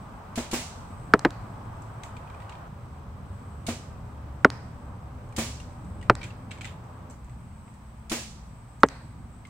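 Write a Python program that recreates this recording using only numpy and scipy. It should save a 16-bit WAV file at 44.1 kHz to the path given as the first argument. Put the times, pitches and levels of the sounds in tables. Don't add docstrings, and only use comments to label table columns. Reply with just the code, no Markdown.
import sys
import numpy as np
from scipy import signal
from scipy.io import wavfile

SR = 44100
rng = np.random.default_rng(int(sys.argv[2]) if len(sys.argv) > 2 else 0)


def waveform_to_disk(signal):
    frames = np.transpose(np.atleast_2d(signal))
    scaled = np.clip(frames, -1, 1) * 32767
    samples = np.round(scaled).astype(np.int16)
    wavfile.write(sys.argv[1], SR, samples)


def gain_from_decibels(decibels):
    exponent = np.asarray(decibels, float) / 20
    return 10 ** exponent


N = 418509


def rms_one(x):
    return x / np.sqrt(np.mean(x ** 2) + 1e-20)


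def in_time(rows):
    s, *columns = np.transpose(rows)
    return [np.interp(np.arange(N) / SR, s, c) for c in columns]


def at_hz(points, hz):
    points = np.array(points)
    return np.interp(np.log(hz), np.log(points[:, 0]), points[:, 1])


def drift(rate):
    r = np.exp(-80 * np.pi * rate / SR)
    white = rng.standard_normal(N // 40 + 2002)
    slow = signal.lfilter([1], [1, -2 * r, r * r], white)[2000:]
    return np.interp(np.arange(N) / 40, np.arange(len(slow)), rms_one(slow))


def noise_bank():
    edges = 20 * 2 ** (np.arange(31) / 3)
    white = rng.standard_normal((2, 2, N))
    bands = []
    for k, pair in enumerate(zip(edges, edges[1:])):
        band_pass = signal.butter(2, pair, "band", fs=SR, output="sos")
        bands.append(signal.sosfilt(band_pass, white[k % 2]))
    return np.sqrt(edges[1:] * edges[:-1]), np.array(bands, np.float32)


def colour(bank, spectrum, alike, lean_db=0):
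    hz = bank[0]
    inside = (hz > spectrum[0][0] / 1.13) & (hz < spectrum[-1][0] * 1.13)
    gain = inside * gain_from_decibels(at_hz(spectrum, hz))
    gain = gain / np.sqrt(np.sum(gain ** 2 * hz * .2316 * 2 / SR))
    c = np.clip(at_hz(alike, hz), -.9, 1)
    mix = np.sqrt(np.array([[1 + c, 1 - c], [1 + c, 1 - c]]) / 2)
    mix = mix * np.array([[1, 1.0], [1, -0.96]])[:, :, None]
    return mix * gain * gain_from_decibels(np.array([.5, -.5])[:, None, None] * lean_db)


def steady(bank, spectrum, patchy_db, lean_db=0):
    # f/Hz, correlation/1
    field_alike = [(60, 0.91), (130, 1), (290, 0.86), (640, 0.5), (1410, 0.07), (3100, 0.11), (6820, 0.012),
                   (15000, 0.1)]
    mix = colour(bank, spectrum, field_alike, lean_db)
    out, together = 0, drift(1.5)
    for k in np.flatnonzero(mix[0, 0]):
        level_db = patchy_db * (0.67 * together + drift(13))
        out = out + mix[:, :, k] @ bank[1][k] * gain_from_decibels(level_db)
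    return np.roll(out, rng.integers(N), axis=1)


def add(out, s, x):
    i = round(s * SR)
    out[..., i:i + x.shape[-1]] += x[..., :N - i]


def puff(bank, spectrum, t60, rise, alike=None, lean_db=0):
    # f/Hz, correlation/1
    near_alike = [(60, 0.97), (130, 0.98), (290, 0.91), (640, 0.82), (1410, 0.43), (3100, -0.11),
                  (6820, -0.23), (15000, -0.19)]
    # f/Hz, level/dB
    near_lean = [(60, -0.5), (110, -0.5), (200, -1), (380, 0), (700, -1.5), (1290, 1), (2380, -1.5),
                 (4400, -8), (8120, 3), (15000, -10)]
    t = np.arange(round((1.1 * np.max(t60) + .01) * SR)) / SR
    likeness = near_alike if alike is None else alike
    mix = colour(bank, spectrum, likeness, lean_db + at_hz(near_lean, bank[0]))
    used = np.flatnonzero(mix[0, 0])
    decay = gain_from_decibels(-60 * t / (t60 + 0 * bank[0])[used, None])
    start = rng.integers(SR, N - SR)
    bands = bank[1][used, :, start:start + len(t)] * ((1 - np.exp(-t / rise)) * decay)[:, None]
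    return np.einsum("cmb,bmt->ct", mix[:, :, used], bands)


def struck(modes, spread_db, soft=0.0, mixed=True):
    t = np.arange(round(.2 * SR)) / SR
    hz, db, t60 = np.transpose(modes)[:, :, None]
    luck = rng.standard_normal((3, len(modes), 1))
    sign = np.where(mixed, np.sign(luck[2]), 1)
    waves = sign * np.sin(2 * np.pi * hz * (1 + 0.024 * luck[1]) * t)
    ring = np.sum(gain_from_decibels(db + spread_db * luck[0] - 60 * t / t60) * waves, axis=0)
    return ring * (1 - np.exp(-t / (soft + 1e-5)))


def glide(first_hz, last_hz, fall, length, rough):
    t = np.arange(round(.1 * SR)) / SR
    white = rng.standard_normal((2, len(t) + 200))
    wobble = signal.lfilter([1], [1, -1.9, .9025], white)[:, 200:]
    wobble = rough * rms_one(wobble) * (1 - np.exp(-t / 0.00055))
    hz = (last_hz + (first_hz - last_hz) * np.exp(-t / fall)) * (1 + 0.44 * wobble[0])
    fade_db = -9 * t / length - 34 * (t / length) ** 2
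    return np.sin(2 * np.pi * np.cumsum(hz) / SR) * gain_from_decibels(fade_db) * (1 + wobble[1])


def bows(bank):
    # t/s, trigger level/dB, thump level/dB, roof tail level/dB
    releases = [
        (0.3564, -27, -31, -30.5),
        (0.5125, -25.5, -28, -27),
        (3.6657, -26, -29, -31),
        (5.3631, -25.5, -28, -27.5),
        (8.0965, -25.5, -29, -27),
    ]
    whose = [0, 1, 0, 1, 1]
    # f/Hz, level/dB, t60/s
    bow_modes = [
        [(96, -1.5, 0.034), (243.5, 1, 0.13), (347, -33, 0.0091), (480, -0.5, 0.026), (677, 1.5, 0.036),
         (973, -7, 0.03), (1300, -8, .008)],
        [(85.4, 1.5, 0.026), (234, -5.5, 0.22), (334, 2, 0.05), (517, -1, 0.043), (760, 0.5, 0.025),
         (1036, -1.5, 0.014), (1500, -3, 0.006)],
    ]
    # t after travel/s, level/dB, push or pull/1
    blows = [
        (.0010, -8, -1),
        (.0036, -6, 1),
        (.0054, 2, -1),
        (.0146, -8, -1),
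    ]
    # f/Hz, level/dB per Hz
    trigger = [(880, -48), (1500, -6), (2160, -1), (3960, 1), (6000, -3), (6760, 2.5), (8740, -1),
               (16000, -25.5)]
    # f/Hz, level/dB, t60/s
    sear = [(7000, 0, .007), (6500, -4, .007), (4300, -12, .007)]
    # f/Hz, level/dB, t60/s
    jaw = [(2250, 4, 0.26), (3340, -14, 0.085), (5950, -9.5, 0.19), (7300, -10, 0.027), (8700, -1, 0.082),
           (13900, -6, .1)]
    # f/Hz, level/dB per Hz
    rush = [(180, -36), (300, 16.5), (425, 2.5), (502, 9), (885, -1), (978, 2), (1280, -6.5), (2280, -6.5),
            (4370, -16.5), (8090, -15), (12100, -40.5), (14700, -31), (16000, -32)]
    # f/Hz, t60/s
    roof_t60 = [(300, 0.3), (1500, 0.35), (5000, 0.6), (9000, 0.46), (16000, .3)]
    # t60 factor/1, tilt/dB per octave
    slap_place = [(.87, 2.5), (1.05, 4)]
    travel_s = .0154
    out = np.zeros((2, N))
    for (s, db, thump_db, tail_db), bow in zip(releases, whose):
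        longer, tilt_db = slap_place[bow]
        add(out, s, gain_from_decibels(db - 13.5) * puff(bank, trigger, .025, .0005))
        add(out, s, gain_from_decibels(db - 8) * puff(bank, trigger, 0.18, 0.0012))
        add(out, s + 0.0012, gain_from_decibels(db - 27.5) * struck(jaw, 0.84) * gain_from_decibels([[-1.5], [1.5]]))
        click = struck(sear, 1.5, soft=.0003) * gain_from_decibels([[2.5], [-2.5]])
        add(out, s + .0017, gain_from_decibels(db - 9.5 + 5.5 * bow) * click)
        limbs = struck(bow_modes[bow], 1.5, soft=0.0002, mixed=False)
        for lag, blow_db, way in blows:
            add(out, s + travel_s + lag, gain_from_decibels(thump_db + blow_db) * np.sign(way) * limbs)
        slap = [(hz, level + tilt_db * np.log2(hz / 3000)) for hz, level in rush]
        tail = puff(bank, slap, longer * at_hz(roof_t60, bank[0]), 0.0021)
        add(out, s + travel_s + .003, gain_from_decibels(tail_db) * tail)
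    return out


def target(bank):
    # t/s, entry level/dB, drive-in/s, stop level/dB, butt ring f/Hz
    hits = [
        (1.1373, 4.5, 0.0041, -2.5, 540),
        (1.2496, -2, .0042, 0, 400),
        (4.44715, 5.5, .0060, -3.5, 330),
        (6.0978, 3, .0045, -1.5, 470),
        (8.8335, 5, .0051, -3, 480),
    ]
    # free shaft f/Hz, gripped shaft f/Hz, ring/s, paper crack level/dB, stop f/Hz
    entries = [(1720, 1250, .008, -16, 800), (1900, 1450, .0035, -20, 1000), (1700, 1150, .0075, -17, 750),
               (1550, 1050, .0045, -14, 800), (1600, 950, .0065, -16.5, 850)]
    # f/Hz, level/dB, t60/s
    frame = [(127, -11, 0.1), (292.2, -19.5, 0.2), (398, -5.5, 0.065), (614, -9, 0.059), (865, -3.5, 0.035),
             (1065, -2.5, 0.024), (1265, -14.5, 0.028), (1640, -30, 0.1), (1800, -14, 0.023),
             (2078, -38.5, 0.025), (2560, -44, 0.054), (2859, -24.5, 0.021)]
    # f/Hz, level/dB per Hz
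    foam = [(150, -6), (400, 3.5), (900, -0.5), (1800, -4.5), (2800, -22.5), (5000, -45)]
    # f/Hz, level/dB per Hz
    crack = [(1180, -36), (2000, 0.5), (2960, -14.5), (4600, -10.5), (8050, -41.5), (10400, -42),
             (16000, -58.5)]
    # f/Hz, level/dB, t60/s
    face = [(2150, 0, .012), (2600, -3, .012), (3300, -8, .012), (4050, -4, .014), (4700, -5, .014),
            (5300, -9, .012)]
    out = np.zeros(N)
    for hit, entry in zip(hits, entries):
        s, db, delay, stop_db, ring_hz = hit
        free_hz, gripped_hz, entry_s, crack_db, stop_hz = entry
        add(out, s, gain_from_decibels(db) * glide(free_hz, gripped_hz, .002, entry_s, rough=0.28))
        add(out, s + delay, gain_from_decibels(stop_db) * glide(stop_hz, .25 * stop_hz, 0.0007, 0.006, rough=0.2))
        butt_ring = glide(ring_hz, 0.75 * ring_hz, 0.011, 0.036, rough=0.49)
        add(out, s + delay, gain_from_decibels(stop_db - 13.5) * butt_ring)
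        add(out, s + .6 * delay, gain_from_decibels(-13) * struck(frame, 2.6, soft=0.0002))
        crush = puff(bank, foam, 0.049, 0.00033, alike=[(20, 0.72), (2e4, 0.81)])[0]
        add(out, s + .001, gain_from_decibels(-14) * crush)
        tear = puff(bank, crack, .015, 0.00027, alike=[(20, 0.97), (2e4, 0.69)])[0]
        add(out, s, gain_from_decibels(crack_db) * tear)
        add(out, s, gain_from_decibels(crack_db - 7) * struck(face, 1.5, soft=0.0002))
    overloaded = 1.166 * np.tanh(out / 1.174)
    return signal.lfilter([.6], [1, -.4], overloaded)


def far_hits(bank):
    # t/s, peak level/dB, tree echo level/dB, echo colour f/Hz
    arrivals = [
        (1.1928, -30, -47.5, 7300),
        (1.3059, -35.5, -51, 4300),
        (4.5021, -29.5, -43.5, 5120),
        (6.1529, -33, -46, 4830),
        (8.8869, -32, -44.5, 4200),
    ]
    # f/Hz, level/dB per Hz
    tick_spectrum = [(700, -4), (1600, 5), (3000, -9), (4700, -2), (6300, -8), (7900, -4), (9500, -22),
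                     (16000, -40)]
    # f/Hz, level/dB per Hz
    trees = [(500, 6), (2000, 3), (3000, -14), (4600, -11.5), (6800, -16.5), (9000, -22.5), (16000, -44)]
    out = np.zeros((2, N))
    r = np.exp(-np.pi * 700 / SR)
    for s, db, echo_db, hz in arrivals:
        tick = puff(bank, tick_spectrum, .009, 0.00017, alike=[(20, 1.0), (2e4, 0.81)])
        add(out, s, gain_from_decibels(db + 5.0) * tick)
        echo = puff(bank, trees, 0.67, 0.0055)
        poles = [1, -2 * r * np.cos(2 * np.pi * hz / SR), r * r]
        ringing = signal.lfilter([(1 - r * r) / 2, 0, (r * r - 1) / 2], poles, echo)
        add(out, s + 0.0033, gain_from_decibels(echo_db) * (echo + gain_from_decibels(4.5) * ringing))
    return out


def rattle(bank):
    # t/s, peak level/dB, shaft pitch f/Hz, treble level/dB
    knocks = [(2.0341, -34, 2130, -42.5), (2.1665, -41.5, 2480, -56), (2.2736, -49, 2510, -69),
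              (2.2992, -46.5, 2340, -62), (2.3444, -48, 2430, -72), (2.4015, -46, 1980, -64),
              (2.4194, -45, 1970, -68), (2.4938, -37.5, 2780, -54), (2.5227, -40, 2340, -62),
              (2.552, -45, 2410, -67.5), (5.324, -49, 2330, -58), (5.6003, -40, 2820, -48),
              (6.0128, -47, 2770, -62), (6.0268, -40.5, 1915, -57), (6.2127, -38, 2390, -56),
              (6.2158, -36, 2420, -58), (6.2303, -33, 2300, -48), (6.2385, -35, 2400, -44),
              (6.2435, -36, 2400, -52), (6.2505, -40, 2350, -54), (6.3045, -45, 2700, -62),
              (6.5145, -32, 2300, -48), (6.575, -47, 2360, -63), (6.6135, -35, 2300, -47),
              (6.632, -44, 2300, -60), (6.5084, -38, 2740, -57), (6.5117, -36, 2370, -51),
              (6.5836, -48, 2250, -57), (6.6092, -34, 2410, -47), (6.6445, -30.5, 2030, -46),
              (6.6520, -30.5, 2100, -43), (6.673, -38, 2550, -58), (7.295, -53, 2040, -61),
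              (7.6779, -54, 2156, -65), (9.4508, -42.5, 2140, -64.5)]
    # t/s, treble level/dB
    buckles = [(1.82, -52.5), (2.0488, -57), (5.289, -62), (5.845, -62), (6.8392, -64), (7.0982, -51.5),
               (7.1073, -48.5), (7.2444, -58.5), (7.7391, -58.5), (8.803, -52), (8.8616, -50),
               (9.4689, -56)]
    # pitch ratio/1, level/dB, t60/s
    shaft_modes = [(1, 4, 0.03), (1.35, -8, .03), (1.75, -8.5, 0.021), (2.4, -16, 0.019)]
    # f/Hz, level/dB, t60/s
    nock = [(8100, 0, .022), (7600, -6, .02), (6250, -8, .03)]
    # f/Hz, level/dB, t60/s
    quiver = [(3330, -3, .2), (3720, 0, .3), (1950, -6, .3)]
    # t/s, level/dB
    quiver_blows = [(6.6527, -55), (6.673, -58), (6.5117, -62)]
    knock_t60 = 0.045
    dull = [(1500, -7), (2300, 0), (3500, -6), (5500, -19.0)]
    bright = [(5000, -5.5), (6500, -4), (8000, 11.5), (10000, -17.5), (16000, -15.5)]
    ticks = [(s, db - 8, 2200, db) for s, db in buckles]
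    out = np.zeros((2, N))
    for s, db, hz, treble_db in knocks + ticks:
        lean_db = 1 + 2 * rng.standard_normal()
        half = lean_db / 2
        shaft = [(ratio * hz, level_db, ring) for ratio, level_db, ring in shaft_modes]
        body = struck(shaft, 2.3, soft=.0008) * gain_from_decibels([[half], [-half]])
        add(out, s, gain_from_decibels(db - 4.5) * body)
        add(out, s, gain_from_decibels(db - 6.0) * puff(bank, dull, knock_t60, 0.00069, lean_db=lean_db))
        ping = struck(nock, 2.5, soft=.0006) * gain_from_decibels([[half + 2.5], [-half - 2.5]])
        add(out, s, gain_from_decibels(treble_db + 1.5) * ping)
        add(out, s, gain_from_decibels(treble_db - 1.5) * puff(bank, bright, knock_t60, 0.001, lean_db=lean_db))
        add(out, s, gain_from_decibels(db - 17.5) * puff(bank, dull, 0.33, .008))
        add(out, s, gain_from_decibels(treble_db - 7) * puff(bank, bright, 0.24, 0.016))
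    for s, db in quiver_blows:
        add(out, s, gain_from_decibels(db) * struck(quiver, 1.5, soft=.001))
    return out


def drone(rows, orders, unsteady_db):
    hz, db = in_time(rows)
    t = np.arange(N) / SR
    phase = 2 * np.pi * np.cumsum(hz * (1 + .002 * unsteady_db * drift(4))) / SR
    tone = 0
    for k, level_db in orders:
        tone = tone + gain_from_decibels(level_db + unsteady_db * drift(4)) * np.sin(k * phase + k * k)
    gate = np.clip(np.minimum(t - rows[0][0], rows[-1][0] - t) / .02, 0, 1)
    return np.sqrt(2) * gain_from_decibels(db) * tone * gate


def engines():
    # from t/s, to t/s, first f/Hz, last f/Hz, loudest level/dB
    passing = [(.9, 2.67, 120, 104, -47.5), (2.69, 5.7, 75, 71, -48), (2.69, 7.14, 123, 118, -49),
               (2.69, 6.2, 146, 143, -55), (2.69, 4.3, 95, 102, -51), (4.9, 6.9, 92, 104, -52),
               (5.8, 7.14, 186, 178, -57), (7.15, 9.49, 65, 57, -50), (7.15, 9.49, 126, 114, -54),
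               (7.15, 8.4, 212.7, 222, -57.5), (8.3, 9.49, 156, 154, -58), (8.9, 9.49, 234, 238, -59)]
    # t/s, turns f/Hz, level/dB
    motor = [(2.685, 80.0, -53), (4.0, 81.8, -53), (5.3, 83.6, -51), (6.3, 85.6, -49.5), (7.14, 86.2, -50)]
    # order/1, level/dB
    motor_orders = [(1, -1), (3, -11), (4, -16), (5, -15), (6, -15), (7, -13.5), (9, -21), (10, -22)]
    out = drone(motor, motor_orders, unsteady_db=2.0)
    for a, b, hz, last_hz, db in passing:
        edge_db = db - 2.5
        rows = [(a, hz, edge_db), ((a + b) / 2, (hz + last_hz) / 2, db), (b, last_hz, edge_db)]
        out = out + drone(rows, [(0.99, 0.014)], unsteady_db=3.0)
    return out


def insects():
    # t/s, level/dB
    chorus = [(0, -76.5), (.5, -77), (1.1, -70), (1.4, -77), (1.95, -73.5), (2.7, -78.5), (3.2, -78.5),
              (3.5, -73.5), (3.95, -77), (4.6, -77), (5.1, -77.5), (5.4, -75), (6.8, -75.5), (7.1, -81),
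              (7.6, -71.5), (7.95, -76), (8.5, -73), (9.49, -73.5)]
    r, w = np.exp(-np.pi * 700 / SR), 2 * np.pi * 8050 / SR
    x = rng.standard_normal((2, N))
    for turn in range(2):
        x = signal.lfilter([1, 0, -1], [1, -2 * r * np.cos(w), r * r], x)
    flutter = gain_from_decibels(1.2 * drift(7) + 1.6 * drift(1.5))
    return rms_one(x) * gain_from_decibels([[2.5], [-2.5]]) * flutter * gain_from_decibels(in_time(chorus)[0] + 4.5)


def field(bank):
    starts_s = [0, 2.68, 7.145]
    # rumble level/dB, tyre level/dB, leaves level/dB, tyre fade/dB per s
    levels = [
        (-44, -47, -65.5, -0.7),
        (-44.5, -51.5, -67.5, 0),
        (-46.5, -56.5, -68.7, .1),
    ]
    # f/Hz, level/dB per Hz
    rumble = [(12, -44), (20, -15.5), (37, -8.5), (61, -5), (80, -2.5), (184, -10), (242, -14),
              (275, -18.5), (371, -28.5), (400, -27.5), (520, -53.5), (880, -120)]
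    # f/Hz, level/dB per Hz
    tyres = [(200, -15.5), (350, -6), (600, -1.5), (950, 2), (1300, -2), (1800, -18), (2600, -24.5)]
    # f/Hz, level/dB per Hz
    leaves = [(1000, -7.5), (2000, 3.5), (3200, -5.5), (5000, -8.5), (7000, -10), (9500, -17.5),
              (12000, -15), (17000, -17.5)]
    t = np.arange(N) / SR
    take = np.searchsorted(starts_s, t, side="right") - 1
    rumble_db, tyres_db, leaves_db, fades_db = np.transpose(levels)[:, take]
    middle = (np.array(starts_s) + np.append(starts_s[1:], N / SR))[take] / 2
    road = gain_from_decibels(rumble_db) * steady(bank, rumble, 2.52)
    road = road + gain_from_decibels(tyres_db + 0.8 - fades_db * (t - middle)) * steady(bank, tyres, 0.5)
    rustle = gain_from_decibels(leaves_db + 4.0) * steady(bank, leaves, .4, lean_db=-1.6)
    return road + rustle + insects() + engines()


def scene():
    bank = noise_bank()
    return bows(bank) + target(bank) + far_hits(bank) + rattle(bank) + field(bank)


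def band_limit(x):
    return signal.sosfilt(signal.butter(12, 16330, fs=SR, output="sos"), x)


def record(dry):
    low_pass = signal.cheby2(12, 50, 16600, fs=SR, output="sos")
    return band_limit(signal.sosfilt(low_pass, np.clip(dry, -1, 1)))


dry = scene()
out = record(dry)
waveform_to_disk(out)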